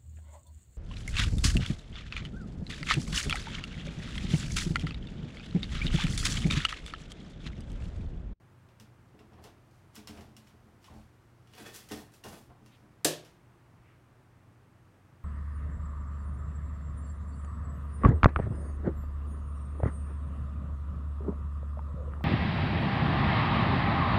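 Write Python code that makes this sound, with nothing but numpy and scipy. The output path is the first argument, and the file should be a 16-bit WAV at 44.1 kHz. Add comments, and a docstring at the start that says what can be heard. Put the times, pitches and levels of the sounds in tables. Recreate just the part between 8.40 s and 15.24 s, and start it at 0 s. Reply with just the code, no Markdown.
"""A small hard-walled aviary, a ventilation fan humming throughout. A crow steps along a wooden perch:
claws tick, toes slide and skid, and the pole thuds under each push. The bird flaps across to a second
perch in a rush of air and rasping feathers, lands and turns with a hop; both jolts clink a steel hook.
Then one sharp blow of the beak cracks on the wood and sets the wall board booming."""
import sys
import numpy as np
from scipy import signal
from scipy.fft import rfft, irfft, next_fast_len
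from scipy.io import wavfile
from scipy.ndimage import map_coordinates

SR = 44100
rng = np.random.default_rng(int(sys.argv[2]) if len(sys.argv) > 2 else 0)


def waveform_to_disk(signal):
    """Save audio, clipped to [-1, 1], as 16-bit WAV at the path in sys.argv[1]."""
    frames = np.transpose(np.atleast_2d(signal))
    scaled = np.clip(frames, -1, 1) * 32767
    samples = np.round(scaled).astype(np.int16)
    wavfile.write(sys.argv[1], SR, samples)


N = 301644
TIME = np.arange(N) / SR
HIT_TIME = TIME[:SR * 3 // 4]  # time axis of a one-shot

# reverb decay of the walls: f/Hz, t60/s
WALL_DECAY = [(100, 0.44), (350, 0.39), (1500, .36), (3500, 0.34), (6000, .26), (11000, 0.24),
              (16000, 0.24)]
# air in the fan duct: f/Hz, level/dB
DUCT_EQ = [(20, -30), (33, -12), (45, -8.5), (70, -7.5), (110, -3), (160, -5), (220, -12), (350, -12),
           (440, -17.5), (1200, -19.5), (2000, -25.5), (3800, -36.5), (7500, -41), (8700, -39.5),
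           (9500, -42.5), (16000, -47)]
# motor and mains tones: f/Hz, level/dB, waver/dB
HUM_TONES = [(93.4, -70, 4), (120, -65.5, 0.05), (243.6, -80, 3), (342, -79, 2.5), (1150, -90, 4)]
# faint scrapes as the bird feeds: t/s, level/dB, half length/s, f/Hz
FEED_SCRAPES = [(4.342, -66, .025, 3130), (5.5, -69, 0.074, 2200)]
# toes sliding as the grip changes: t/s, level/dB, half length/s
TOE_SLIDES = [(1.048, -64, .025), (1.35, -75, 0.062), (1.565, -61, 0.028), (1.762, -64, 0.085),
              (2.076, -68, .035), (2.457, -64.5, 0.04), (2.57, -69, .07), (4.313, -75.5, 0.12),
              (4.86, -72, 0.075)]
# level and pitch path of a skidding foot: t/s, level/dB, f/Hz
SKID_PATH = [(2.47, -82, 1180), (2.483, -54, 1030), (2.51, -68, 947), (2.548, -62.5, 754), (2.6, -67, 683),
             (2.63, -80, 650)]
# clinks of the steel hook at the landing and the hop: t/s, level/dB, f/Hz
HOOK_CLINKS = [(3.501, -48.5, 3082), (3.838, -48.5, 2820)]
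# feet loading the pole: t/s, ring level/dB, relative scuff level/dB, push f/Hz
FOOTFALLS = [(0.402, -51, -69, 213), (0.738, -51, -62, 199), (0.800, -48.5, -63.5, 416),
             (0.910, -47.5, -59, 161), (0.972, -56, -54.5, 110), (1.042, -50.5, -54.5, 440),
             (1.571, -41, -63, 222), (1.688, -36.5, -56.5, 180), (1.748, -41, -54.5, 94),
             (1.780, -44, -52.5, 151), (1.875, -48.5, -63, 205), (1.968, -53.5, -65, 200),
             (2.127, -50, -66, 148), (2.255, -53, -65, 198), (2.495, -36, -54, 105), (2.541, -38, -71, 150),
             (3.195, -44, -60, 232), (3.507, -32.5, -43, 302), (3.586, -48.5, -57.5, 308),
             (3.848, -37, -45.5, 166), (3.841, -46, -59, 1000), (3.915, -59, -50, 260),
             (4.092, -26.5, -59.5, 124), (4.099, -54.5, -66, 640), (4.209, -50.5, -73, 209),
             (4.422, -55.5, -67, 242)]
# bending modes of the pole and its brackets: f/Hz, level/dB, undamped t60/s
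POLE_MODES = [(45, -4.5, 0.68), (79.3, -0.5, 0.66), (122, -5, 0.44), (216, 1.5, 0.27), (300, -3, 0.26),
              (425.2, -1, 0.23), (700, -6, .25), (810.6, -16, .25), (1056, -5, 0.273), (1400, -6, .2)]
# a foot scuffing wood: f/Hz, level/dB
SCUFF_EQ = [(60, -15), (200, 2), (330, -0.5), (550, -4.5), (720, -1), (1200, -11.5), (2000, -18.5),
            (5000, -32), (16000, -57.5)]
# claws touching the wood: t/s, level/dB, brightness/dB (-14 is neutral)
CLAW_TICKS = [(0.2884, -61.5, -19), (0.3989, -48.5, -14), (0.7909, -54.5, -18.5), (0.933, -58.5, -23),
              (1.0397, -45.5, -15), (1.5541, -44, -9), (1.5623, -43.5, -16.5), (1.673, -38, -15),
              (1.7743, -49.5, -26), (1.8087, -51.5, -14.5), (1.9661, -47.5, -13), (2.0705, -54.5, -21),
              (2.443, -50, -18), (3.0729, -59.5, -16), (3.1356, -49, -18.5), (3.3479, -40.5, -13),
              (3.488, -45, -11), (3.5184, -36, -14), (3.7383, -52.5, -11), (3.8402, -43, -10.5),
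              (4.2605, -53.5, -15), (4.849, -50, -15.5)]
# a tiny hard contact on wood: f/Hz, level/dB
CLICK_EQ = [(200, -14), (900, -0.5), (1900, -3), (2900, 0), (4000, -2), (5500, -1), (8000, -5.5),
            (12000, -8.5), (16000, -14)]
# high modes of the pole and its fittings, woken by hard hits: f/Hz, level/dB, t60/s
HIGH_MODES = [(1534, -8.5, .16), (1882, -8, 0.18), (2560, -12, 0.1202), (2816, 1, 0.12), (3200, -7.5, 0.12),
              (3394, -8.5, .14), (3964, -4, 0.036), (5280, -3, 0.1204), (5595, -1.5, 0.087),
              (7600, -7.5, 0.074)]
# take-off, braking and turning strokes: peak t/s, relative air level/dB, relative hiss level/dB, rise/s
WING_STROKES = [(3.203, -43, -56, 0.04), (3.263, -38.5, -56, 0.011), (3.354, -48, -49, 0.018),
                (3.42, -52.5, -62, .04), (3.514, -40, -50.5, 0.0077), (3.59, -50.5, -58.5, 0.029),
                (3.745, -61, -65.5, .03), (3.844, -47, -57, 0.0039), (3.886, -52, -56, .008),
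                (3.932, -48, -58.5, 0.013), (3.985, -69, -63, 0.033)]
# air rushing round a wing: f/Hz, level/dB
AIR_EQ = [(80, -20), (220, -10), (330, -0.5), (450, -4), (580, -1.5), (730, -5), (1200, -5.5), (1700, -8),
          (2150, -9), (2600, -6.5), (3400, -10), (5000, -11), (9000, -24), (16000, -40)]
# hollow resonances in that rush: f/Hz, level/dB, t60/s
HOLLOW_MODES = [(225, -5, 0.077), (440, 0.5, 0.039), (734, -5, 0.073), (1625, -5, 0.036), (1810, -3, 0.039),
                (2550, -7.5, 0.029), (3400, -7, 0.06)]
# feather rubbing on feather: f/Hz, level/dB
FEATHER_EQ = [(500, -25), (2000, -4.5), (4000, 1), (7000, 1.5), (11000, -0.5), (16000, -5.5)]
# crack of the beak on wood: f/Hz, level/dB
CRACK_EQ = [(400, -25.5), (850, -7.5), (1150, -6), (1450, -10.5), (1750, -1), (2100, -10), (2600, -3.5),
            (4200, -0.5), (7000, -0.5), (9000, -3.5), (11000, -4.5), (15000, -12), (16000, -22.5)]
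# the second perch and its wall board: f/Hz, level/dB, t60/s
BOARD_MODES = [(124.5, -15.5, .4), (156.3, -6, 0.404), (248, -12.5, 0.27), (304, -2, 0.31),
               (318.3, -12, .25), (369.7, -1, .26), (379, 12.5, 0.021), (419.6, -10.5, 0.2),
               (463, -7, 0.19), (500, -7, 0.25), (541, -15.5, 0.23), (603, -2.5, .26), (662, -8, .26),
               (669, -14, 0.29), (707, -7, 0.22), (1616, -16, 0.27), (1770, -14, 0.2526)]
# dull body under the crack: f/Hz, level/dB
THUD_EQ = [(100, -27.5), (220, -19.5), (330, 0), (450, 0), (700, -2), (850, -18.5), (2000, -29),
           (16000, -60)]

FIDGET_DB, FIDGET_AT_S, FIDGET_HALF_S = -80.5, 2.3, 2  # faint shuffling under it all
PUSH_CYCLES = 2.07  # attack of a push, in cycles of its own pitch
GRIP_DB, GRIP_HZ = -38, 115  # a push this heavy and this slow halves the ring time of the pole
AIR_FALL_S, FEATHER_FALL_S = 0.026, 0.042  # the air settles sooner than the feathers
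BLOW_AT_S = 4.6455
LOW_CUT_HZ, HIGH_CUT_HZ = 27, 16050


def amp(db):
    """Decibels to gain."""
    return 10 ** (np.asarray(db) / 20)


def unit(x):
    """Scale to rms 1."""
    return x / np.sqrt(np.mean(x ** 2) + 1e-20)


def along(points, hz):
    """Read (f/Hz, value) points on a log frequency axis."""
    knots_hz, values = np.transpose(points)
    return np.interp(np.log(hz + 1), np.log(knots_hz), values)


def wobble(rate):
    """Smooth random modulation, rate knots a second."""
    return map_coordinates(rng.standard_normal(int(N * rate / SR) + 4), [TIME * rate])


def fade(t, t60):
    """Exponential decay by 60 dB in t60."""
    return np.exp(-np.log(1000) * t / t60)


def swell(at, half_length):
    """A bell-shaped envelope."""
    return np.exp(-((TIME - at) / half_length) ** 2)


def stroke(at, rise, fall):
    """A pointed envelope with exponential attack and release."""
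    return np.exp(-np.maximum((at - TIME) / rise, (TIME - at) / fall))


def add(track, at, sound):
    """Drop a sound onto the track, at seconds in."""
    part = track[round(at * SR):][:len(sound)]
    part += sound[:len(part)]


def colour(x, eq):
    """Minimum-phase EQ of unit energy."""
    size = 8192
    cepstrum = irfft(np.log(amp(along(eq, np.fft.rfftfreq(size, 1 / SR)))))
    cepstrum[1:size // 2] *= 2
    cepstrum[size // 2 + 1:] = 0
    kernel = irfft(np.exp(rfft(cepstrum)))
    return signal.fftconvolve(x, kernel / np.linalg.norm(kernel))[:len(x)]


def noise(eq):
    """Steady coloured noise of rms 1."""
    return unit(colour(rng.standard_normal(N), eq))


def burst(eq, rise, sharp, wet_db):
    """A rough contact: noise that peaks after rise seconds, and the diffuse tail that it feeds."""
    force = (HIT_TIME / rise * np.exp(1 - HIT_TIME / rise)) ** sharp
    tail = walls() * np.sqrt(np.cumsum(force ** 2))
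    direct = force * rng.standard_normal(len(HIT_TIME))
    return colour(direct + amp(wet_db) * tail, eq) / np.hypot(1, amp(wet_db))


def ring(modes, rise, scatter_db):
    """Damped modes in a new balance at every hit."""
    hz, db, t60 = np.transpose(modes)[:, :, None]
    strength = amp(db + scatter_db * rng.standard_normal(hz.shape))
    partials = strength * fade(HIT_TIME, t60) * np.sin(2 * np.pi * hz * HIT_TIME)
    return partials.sum(axis=0) * (1 - np.exp(-HIT_TIME / rise))


def walls():
    """The dense reverb tail of close walls, of unit energy; treble dies first."""
    hz, t, bands = signal.stft(rng.standard_normal(len(HIT_TIME)), SR, nperseg=256)
    bands *= fade(t, along(WALL_DECAY, hz)[:, None])
    tail = signal.istft(bands, SR, nperseg=256)[1][:len(HIT_TIME)]
    tail *= 1 - np.exp(-(HIT_TIME / 0.004) ** 2)  # the first walls are a step away
    return tail / np.linalg.norm(tail)


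def room(x, wet_db):
    """Equal-power blend of the dry sound and the walls."""
    wet = signal.fftconvolve(x, walls())[:len(x)]
    return (x + amp(wet_db) * wet) / np.hypot(1, amp(wet_db))


def fan():
    """The bed: duct noise with wavering motor and mains tones."""
    hum = np.zeros(N)
    for hz, db, waver_db in HUM_TONES:
        tremolo = amp(waver_db * wobble(2.2))
        phase_drift = 0.1986 * waver_db * wobble(7.1)
        hum += amp(db) * unit(tremolo * np.sin(2 * np.pi * hz * TIME + phase_drift))
    flow = amp(0.4 * wobble(2))
    return hum + amp(-61.5) * flow * noise(DUCT_EQ)


def feeding():
    """Short soft scrapes, each a narrow-band swell of noise."""
    out = np.zeros(N)
    for at, db, half_length, hz in FEED_SCRAPES:
        eq = [(hz / 4, -25), (hz * 0.6, -5), (hz, 0), (hz * 1.26, -6), (hz * 1.8, -22), (hz * 6, -40)]
        out += amp(db) * swell(at, half_length) * noise(eq)
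    return out


def sliding():
    """Toes and feathers catch and slip in fine grains; each slide swells and fades."""
    grains = unit(rng.standard_normal(N) * amp(3.46 * wobble(450)))
    envelope = amp(FIDGET_DB) * swell(FIDGET_AT_S, FIDGET_HALF_S)
    for at, db, half_length in TOE_SLIDES:
        envelope = np.hypot(envelope, amp(db) * swell(at, half_length))
    return room(envelope * colour(grains, CLICK_EQ), wet_db=0)


def skid():
    """Uneven stick and slip, gliding down in pitch as the foot slows."""
    times, db, hz = np.transpose(SKID_PATH)
    envelope = amp(np.interp(TIME, times, db, left=-120, right=-120))
    phase = 2 * np.pi * np.cumsum(np.interp(TIME, times, hz)) / SR
    slips = unit(wobble(300) * np.sin(phase) + wobble(330) * np.cos(phase))
    return room(envelope * slips, wet_db=-12.5)


def hook():
    """The landing and the hop each jolt a hanging steel hook, whose three modes clink briefly."""
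    out = np.zeros(N)
    for at, db, hz in HOOK_CLINKS:
        modes = [(hz, 0, 0.06), (hz * 0.65, -4, 0.05), (hz * 2, -9, 0.04)]
        clink = ring(modes, rise=0.00017, scatter_db=7)
        add(out, at, amp(db) * room(clink, wet_db=-2))
    return out


def steps():
    """A soft foot scuffs the wood and rings the pole modes near the pitch of its push."""
    out = np.zeros(N)
    for at, ring_db, scuff_db, push_hz in FOOTFALLS:
        grip = amp(ring_db - GRIP_DB) * (GRIP_HZ / push_hz) ** 2  # slow and heavy chokes the ring
        modes = [(hz, db - 8 * abs(np.log2(hz / push_hz)), t60 / (1 + grip ** 2))
                 for hz, db, t60 in POLE_MODES]
        thud = amp(ring_db) * ring(modes, rise=PUSH_CYCLES / push_hz, scatter_db=0.93)
        scuff = amp(scuff_db + 3) * burst(SCUFF_EQ, rise=0.007, sharp=1, wet_db=8.5)
        add(out, at, room(thud, wet_db=-7.5) + scuff)
    return out


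def claws():
    """Each claw gives a tiny crack with its own brightness and pings the pole's high modes."""
    out = np.zeros(N)
    for at, db, bright_db in CLAW_TICKS:
        tilt = 1.14 * (bright_db + 14)  # dB per octave, for an octave either side of 5 kHz
        eq = [(hz, level + tilt * np.log2(hz / 5000).clip(-1, 1)) for hz, level in CLICK_EQ]
        crack = burst(eq, rise=0.00058, sharp=0.35, wet_db=2.5)
        detune = 1 + 0.0254 * rng.standard_normal(len(HIGH_MODES))  # each spot favours other close modes
        modes = [(hz * shift, level, t60) for (hz, level, t60), shift in zip(HIGH_MODES, detune)]
        ping = amp(-16) * ring(modes, rise=0.0003, scatter_db=3)
        add(out, at, amp(db) * (crack + ping))
    return out


def wings():
    """Each stroke is a hollow whoosh of air, with flight feathers rasping over one another."""
    air = np.linalg.norm(
        [amp(db) * stroke(at, rise, AIR_FALL_S) for at, db, _, rise in WING_STROKES], axis=0)
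    hiss = np.linalg.norm(
        [amp(db) * stroke(at, rise, FEATHER_FALL_S) for at, _, db, rise in WING_STROKES], axis=0)
    flutter = unit(amp(2 * wobble(220)))
    rasp = unit(amp(2.7 * wobble(900)))
    white = rng.standard_normal(N)
    hollow = unit(signal.fftconvolve(white, ring(HOLLOW_MODES, rise=0.00036, scatter_db=1))[:N])
    whoosh = air * (amp(-8.5) * noise(AIR_EQ) + amp(-9) * hollow)
    feathers = amp(1) * hiss * rasp * noise(FEATHER_EQ)
    return room(flutter * (whoosh + feathers), wet_db=-2.5)


def radiate(x, corner_hz):
    """A small board moves little air below its corner frequency."""
    return signal.sosfilt(signal.butter(1, corner_hz, "highpass", fs=SR, output="sos"), x)


def beak_blow():
    """The beak cracks down; the pole passes the shock to the wall board, which booms a moment later."""
    out = np.zeros(N)
    add(out, BLOW_AT_S, amp(-16.5) * burst(CRACK_EQ, rise=0.0031, sharp=1.52, wet_db=-0.5))
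    add(out, BLOW_AT_S, amp(-40) * ring(HIGH_MODES, rise=0.001, scatter_db=4))
    boom = radiate(ring(BOARD_MODES, rise=0.00075, scatter_db=-0.5), corner_hz=149.6)
    add(out, BLOW_AT_S + 0.0078, -amp(-30.5) * room(boom, wet_db=-14))
    add(out, BLOW_AT_S + 0.007, amp(-27.5) * burst(THUD_EQ, rise=0.003, sharp=0.68, wet_db=5))
    return out


def scene():
    """Mono mix of the crow over the fan."""
    footwork = claws() + steps() + hook() + skid() + sliding()
    return (footwork + wings() + beak_blow() + feeding() + fan())[None]


def record(dry):
    """The microphone sheds the deepest bass; a steep high cut trims the very top."""
    size = next_fast_len(N + SR // 2)
    hz = np.fft.rfftfreq(size, 1 / SR)
    high_cut = 1 / np.sqrt(1 + (hz / HIGH_CUT_HZ) ** 240)
    thinned = signal.sosfilt(signal.butter(4, LOW_CUT_HZ, "highpass", fs=SR, output="sos"), dry)
    return irfft(rfft(thinned, size) * high_cut, size)[:, :N]


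dry = scene()
out = record(dry)
waveform_to_disk(out)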